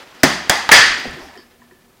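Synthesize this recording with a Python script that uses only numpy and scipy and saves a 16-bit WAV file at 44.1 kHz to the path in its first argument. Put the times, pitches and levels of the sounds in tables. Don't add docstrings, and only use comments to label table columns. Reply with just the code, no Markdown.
import sys
import numpy as np
from scipy import signal
from scipy.fft import rfft, irfft, next_fast_len
from scipy.io import wavfile
from scipy.ndimage import map_coordinates

SR = 44100
rng = np.random.default_rng(int(sys.argv[2]) if len(sys.argv) > 2 else 0)


def gain_from_db(level_db):
    decades = np.asarray(level_db, float) / 20
    return 10 ** decades


def inscribe(sig):
    pcm = np.round(np.clip(np.atleast_2d(sig).T, -1, 1) * 32767)
    wavfile.write(sys.argv[1], SR, pcm.astype(np.int16))


N = 88200


def unit(x):
    return x / np.sqrt(np.mean(x ** 2) + 1e-20)


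def peaked(x):
    return x / np.abs(x).max()


def along(points, hz):
    f, v = np.transpose(points)
    return np.interp(np.log(hz + 1), np.log(f + 1), v)


def filtered(x, response):
    m = next_fast_len(len(x) + 8192)
    spectrum = rfft(x, m) * response(np.fft.rfftfreq(m, 1 / SR))
    return irfft(spectrum, m)[:len(x)]


def bright(x, hz):
    return filtered(x, lambda f: (1j * f / (hz + 1j * f)) ** 2)


def body(peaks):
    def response(f):
        total = 0
        for k, (hz, width, db) in enumerate(peaks):
            total = total + (-1) ** k * gain_from_db(db) * 1j * f * width / (hz * hz - f * f + 1j * f * width)
        return total
    return response


def burst(t60):
    t = np.arange(SR // 4) / SR
    firm = 3.5
    return np.r_[firm, rng.standard_normal(len(t) - 1)] * gain_from_db(-60 * t / t60)


def ring(t, db, hz, t60):
    return gain_from_db(db - 60 * t / t60) * np.sin(2 * np.pi * hz * t)


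def add(out, s, x):
    part = out[round(s * SR):][:len(x)]
    part += x[:len(part)]


def lid():
    contact_times = [
        .2332,
        .2372,
        .4962,
        .4990,
        .6913,
        .6937,
        .7135,
        .716,
    ]
    # (peak [dB], contact t60 [s], crack [dB], room tail rms at its start [dB])
    contacts = [(12.5, 0.017, -1.5, -13), (0, 0.052, -21, -29.5), (7.5, 0.018, 11, -15),
                (-6, 0.083, -3, -31), (8, 0.0013, -20.5, -29), (-1, 0.047, -27, -41.5),
                (0, 0.0048, -29.5, -35.5), (15, 0.043, -23.5, -2)]
    # (frequency [Hz], width [Hz], level [dB])
    edge = [(275, 58, -4), (400, 140, -3.5), (735, 120, -3), (1000, 67, -9), (1410, 190, -8.5),
            (1950, 970, -6.5), (3300, 1000, -12), (4720, 1300, -10.5)]
    corner = [(150, 70, -22), (646, 220, -13.5), (1620, 87, -2.5), (3270, 390, -4), (4560, 850, -6.5),
              (6700, 1400, -7.5)]
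    rim = [(350.7, 230, -13.5), (950, 460, 0.5), (1850, 420, 0), (2750, 500, -7.5), (3940, 1100, -13)]
    flat = [(182, 27, -20), (750, 670, -14), (1736, 90, -8), (2042, 390, -6.5), (3340, 260, -19),
            (4560, 600, -16), (6500, 3000, -29)]
    # (frequency [Hz], level per Hz [dB])
    edge_tail = [(110, -34), (150, -6.5), (370, -2.5), (480, -13), (600, -1), (1900, -10), (6000, -16.5),
                 (15500, -36)]
    corner_tail = [(110, -25), (200, -12), (540, -9.5), (790, -0.5), (1900, -9.5), (6000, -17),
                   (9000, -23.5), (15500, -37)]
    flat_tail = [(110, -32), (240, -18), (950, -10.5), (1800, -9), (2500, -11), (6000, -17.5),
                 (9000, -26.5), (15500, -46)]
    # (frequency [Hz], width [Hz], level [dB])
    hollows = [(1874, 220, 0.5), (3300, 130, -4), (4760, 350, 1), (6200, 500, -9.5)]
    # (time [s], peak [dB], pitch [Hz], t60 [s])
    lid_rings = [(.4964, 10, 1620, .012), (.4988, -7, 740, .04), (.4988, -9, 955, .03),
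                 (.4992, -7, 560, .04), (.5005, -11, 1890, .05), (.4990, -14, 5050, .06),
                 (.499, -16, 3405, .07), (.499, -15, 210, .05), (.4965, -14, 7800, .02),
                 (.716, 15, 2100, .035), (.7195, 5, 1945, .12), (.7225, 9, 1737, .09),
                 (.7495, 2, 2170, .05), (.2362, -3, 268, .07), (.2372, -8, 355, .07),
                 (.785, -6, 1740, .3), (.83, -8, 1880, .15), (.722, -6, 4740, .15),
                 (.237, -10, 560, .04), (.2372, -9, 740, .06), (.241, -14, 5120, .07),
                 (.235, -13, 1520, .05), (.238, -13, 1810, .07)]
    crack_t60, crack_hz, crack_top_hz = 0.0046, 2500, 9000

    def favoured(f):
        return 1 + sum(gain_from_db(db) * np.exp(-((f - hz) / width) ** 2) for hz, width, db in hollows)

    parts = [(edge, edge_tail)] * 2 + [(corner, corner_tail)] * 2
    parts += [(rim, corner_tail)] * 3 + [(flat, flat_tail)]
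    out = np.zeros(N)
    for s, (db, t60, crack_db, wet_db), (modes, far) in zip(contact_times, contacts, parts):
        knock = peaked(filtered(burst(t60), body(modes)))
        crack = bright(burst(crack_t60), crack_hz)
        crack = peaked(filtered(crack, lambda f: 1 / (1 + 1j * f / crack_top_hz) ** 2))
        add(out, s, gain_from_db(db) * (knock + gain_from_db(crack_db) * crack))
        tail = room(lambda f: gain_from_db(along(far, f)) * favoured(f) * (f > 90))
        add(out, s, gain_from_db(wet_db) * tail)
    t = np.arange(SR // 8) / SR
    for s, db, hz, t60 in lid_rings:
        add(out, s, ring(t, db, hz, t60))
    return bright(out, 40)


def table():
    # (frequency [Hz], t60 [s])
    top_modes = [(35, 0.25), (72, 0.94), (146, 0.2)]
    # (time [s], peak of first, second and third mode [dB])
    shakes = [
        (0.236, -47, -35.5, -14.5),
        (0.497, -54, -43, -57),
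        (.692, -43, -35, -47),
        (0.716, -35, -32, -43),
        (0.829, -50, -43, -63),
        (0.896, -21.5, -38, -29),
        (1.072, -19, -31.5, -18),
        (1.218, -28, -38.5, -70),
    ]
    rise_s, hand_damping = 0.019, 0.34
    t = np.arange(SR // 2) / SR
    swell = 1 - np.exp(-t / rise_s)
    out = np.zeros(N)
    for s, *levels in shakes:
        damp = hand_damping if s > .7 else 1
        for (hz, t60), db in zip(top_modes, levels):
            add(out, s, ring(t, db, hz, damp * t60) * swell)
    return out


def knuckles():
    # (time [s], peak [dB], pitch [Hz], t60 [s])
    tub_knocks = [(1.205, -33, 950, 0.048), (1.203, -31, 680, 0.035), (1.23, -27, 650, .04),
                  (1.246, -33, 854, .04), (1.267, -36, 265, 0.1), (1.294, -29, 800, 0.042),
                  (1.31, -42, 925, 0.093), (1.331, -45, 700, .04), (1.334, -35, 950, 0.054),
                  (1.356, -34, 720, .05), (1.364, -32, 375, .07), (1.372, -32, 385, .1),
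                  (1.391, -36, 375, .06), (1.719, -39.5, 372, .08), (1.712, -46, 237, .2),
                  (1.385, -39, 1000, .04), (1.618, -39.5, 1000, 0.056), (1.711, -43, 990, 0.071),
                  (1.749, -55, 385, 0.04)]
    rise_s = .004
    t = np.arange(SR // 2) / SR
    out = np.zeros(N)
    for s, db, hz, t60 in tub_knocks:
        add(out, s, ring(t, db, hz, t60) * (1 - np.exp(-t / rise_s)))
    return out


def nails():
    # (time [s], low ring peak [dB], high ring peak [dB])
    taps = [
        (0.721, -20, -20),
        (.97, -36, -50),
        (1.068, -36, -59),
        (1.166, -39, -60),
        (1.286, -44, -52),
        (1.354, -43, -66),
        (1.375, -40, -45),
        (1.618, -48, -71),
        (1.7105, -47, -69.5),
    ]
    # (frequency [Hz], level [dB], t60 [s])
    low_modes = [(1743, -8, .6), (1790, -11, .25), (1830, 3, 0.06)]
    high_modes = [(4600, -3.5, 0.25), (4760, -6.5, 0.24), (5110, -5.5, .4), (5300, -6.5, 0.28),
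                  (3130, -1.5, 0.14)]
    waver_rad, waver_hz, flutter_size_db, flutter_hz = .7, 110, 2.5, 60
    t = np.arange(SR // 2) / SR
    onset = np.minimum(t * 50, 1)
    out = np.zeros(N)
    for s, *levels in taps:
        for db, modes in zip(levels, (low_modes, high_modes)):
            for hz, level, t60 in modes:
                knots = rng.standard_normal(60)
                wander = waver_rad * (hz / 1750) ** 1.5 * map_coordinates(knots, [t * waver_hz])
                flutter = flutter_size_db * map_coordinates(knots[::-1], [t * flutter_hz]) * onset
                level_db = db + level + flutter - 60 * t / t60
                add(out, s, gain_from_db(level_db) * np.sin(2 * np.pi * hz * t + wander))
    return out


def bumps():
    # (time [s], peak [dB], pitch [Hz], t60 [s])
    soft_bumps = [(0.124, -39, 1070, .02), (1.052, -24, 704, 0.033), (1.054, -24, 435, 0.083),
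                  (1.055, -25.5, 249, 0.21), (1.058, -37.5, 150, 0.46), (1.163, -32.5, 355, 0.36),
                  (1.203, -51, 750, 0.046), (1.2, -35, 290, 0.11), (1.245, -34.5, 800, 0.085),
                  (1.296, -56, 850, .03), (1.334, -38.5, 750, 0.037), (1.36, -51, 700, 0.037),
                  (1.371, -36, 380, 0.14), (1.376, -46, 240, 0.1), (1.622, -51, 970, 0.05),
                  (1.712, -49, 1380, 0.02), (1.719, -59, 380, 0.05), (1.711, -55, 235, 0.18)]
    spread, wet_db = .3, -21
    out = np.zeros(N)
    for s, db, hz, t60 in soft_bumps:
        dull = body([(hz, spread * hz, 0)])
        add(out, s, gain_from_db(db) * peaked(filtered(burst(t60), lambda f: dull(f) ** 2)))
        add(out, s, gain_from_db(db + wet_db) * room(lambda f: dull(f) ** 2))
    return out


def ticks():
    # (time [s], peak [dB], pitch [Hz], t60 [s])
    skin_ticks = [(.998, -36, 13500, .03), (1.044, -37, 12500, .005), (1.056, -39, 11000, .005),
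                  (1.073, -42, 11500, .012), (1.112, -32, 9000, .004), (1.171, -35, 10500, .004),
                  (1.358, -45, 9000, .006), (1.375, -40, 5500, .012), (1.372, -46, 12000, .006)]
    spread = .8
    out = np.zeros(N)
    for s, db, hz, t60 in skin_ticks:
        band = body([(hz, spread * hz, 0)])
        add(out, s, gain_from_db(db) * peaked(filtered(burst(t60), lambda f: band(f) ** 2)))
    return out


def rubbing():
    # (time [s], level [dB])
    rub_level = [(0, -39), (.1, -45), (.19, -45), (.22, -43), (.9, -32.5), (1.1, -35.5), (1.25, -43.5),
                 (1.35, -47), (1.4, -48.5), (1.48, -55.5), (1.75, -59), (2, -59)]
    # (frequency [Hz], level per Hz [dB])
    skin_colour = [(60, -30.5), (100, -16.5), (156, -13), (280, -6.5), (660, -7), (1790, -7), (4960, -16),
                   (15500, -39.5)]
    # (time [s], level [dB], pitch [Hz], width [Hz], half length [s])
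    scuffs = [
        (0.205, -48.5, 5000, 610, 0.012),
        (1.237, -49.5, 5470, 1200, 0.04),
        (1.24, -57.5, 9700, 7000, 0.04),
    ]
    rough_db, rough_hz = 1.5, 68
    t = np.arange(N) / SR
    rough = map_coordinates(rng.standard_normal(400), [t * rough_hz])
    skin = filtered(rng.standard_normal(N), lambda f: gain_from_db(along(skin_colour, f)) * (f > 50))
    out = gain_from_db(np.interp(t, *np.transpose(rub_level))) * unit(skin * gain_from_db(rough_db * rough))
    for s, db, hz, width, half in scuffs:
        band = body([(hz, width, 0)])
        scrape = unit(filtered(rng.standard_normal(N), lambda f: band(f) ** 2))
        out += gain_from_db(db) * np.exp(-((t - s) / half) ** 2) * scrape
    return out


def shuffle():
    # (time [s], level [dB])
    shuffle_level = [(1.1, -55), (1.16, -45), (1.21, -40.5), (1.27, -49), (1.33, -49), (1.37, -60.5),
                     (1.42, -70)]
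    pitch_hz, width_hz, rough_db, rough_hz = 700, 700, 5, 70
    t = np.arange(N) / SR
    rough = map_coordinates(rng.standard_normal(400), [t * rough_hz])
    band = body([(pitch_hz, width_hz, 0)])
    friction = filtered(rng.standard_normal(N), lambda f: band(f) ** 2) * gain_from_db(rough_db * rough)
    level_db = np.interp(t, *np.transpose(shuffle_level), left=-120, right=-120)
    return gain_from_db(level_db) * unit(friction)


def room(colour):
    # (frequency [Hz], t60 [s])
    room_t60 = [(100, 1), (300, 0.38), (700, 0.45), (1800, 0.71), (4800, 0.6), (9000, 0.47), (14000, 0.36)]
    wall_delay_s = .006
    hz, t, z = signal.stft(rng.standard_normal(SR), SR, nperseg=128)
    dying = z * gain_from_db(-60 * t / along(room_t60, hz)[:, None])
    tail = filtered(signal.istft(dying, SR, nperseg=128)[1], colour)
    return np.pad(tail / tail[:2000].std(), (round(wall_delay_s * SR), 0))


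def air():
    # (frequency [Hz], level per Hz [dB])
    hiss_colour = [(15, -56), (25, -5.5), (233, -4), (421, -17.5), (469, -10), (762, -13), (1270, -15.5),
                   (1570, -24), (15500, -23)]
    # (frequency [Hz], width [Hz], level [dB])
    drones = [(240, 13, -2.4), (380, 40, -6), (490, 23, -8.5)]
    hiss_db, drone_db = -56, -57.5
    hiss = unit(filtered(rng.standard_normal(N), lambda f: gain_from_db(along(hiss_colour, f))))
    drone = unit(filtered(rng.standard_normal(N), lambda f: body(drones)(f) ** 2))
    return gain_from_db(hiss_db) * hiss + gain_from_db(drone_db) * drone


def scene():
    hands = knuckles() + nails() + bumps() + ticks() + rubbing() + shuffle()
    return (lid() + table() + hands + air())[None]


def top_cut(x):
    return signal.sosfilt(signal.butter(12, 16060, fs=SR, output="sos"), x)


def record(dry):
    top_hz, clip, knee = 15800, 1.0, 12
    low_pass = signal.ellip(10, .3, 70, top_hz, fs=SR, output="sos")
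    x = signal.sosfilt(low_pass, dry)
    mix = x / (1 + np.abs(x / clip) ** knee) ** (1 / knee)
    return top_cut(mix)


dry = scene()
out = record(dry)
inscribe(out)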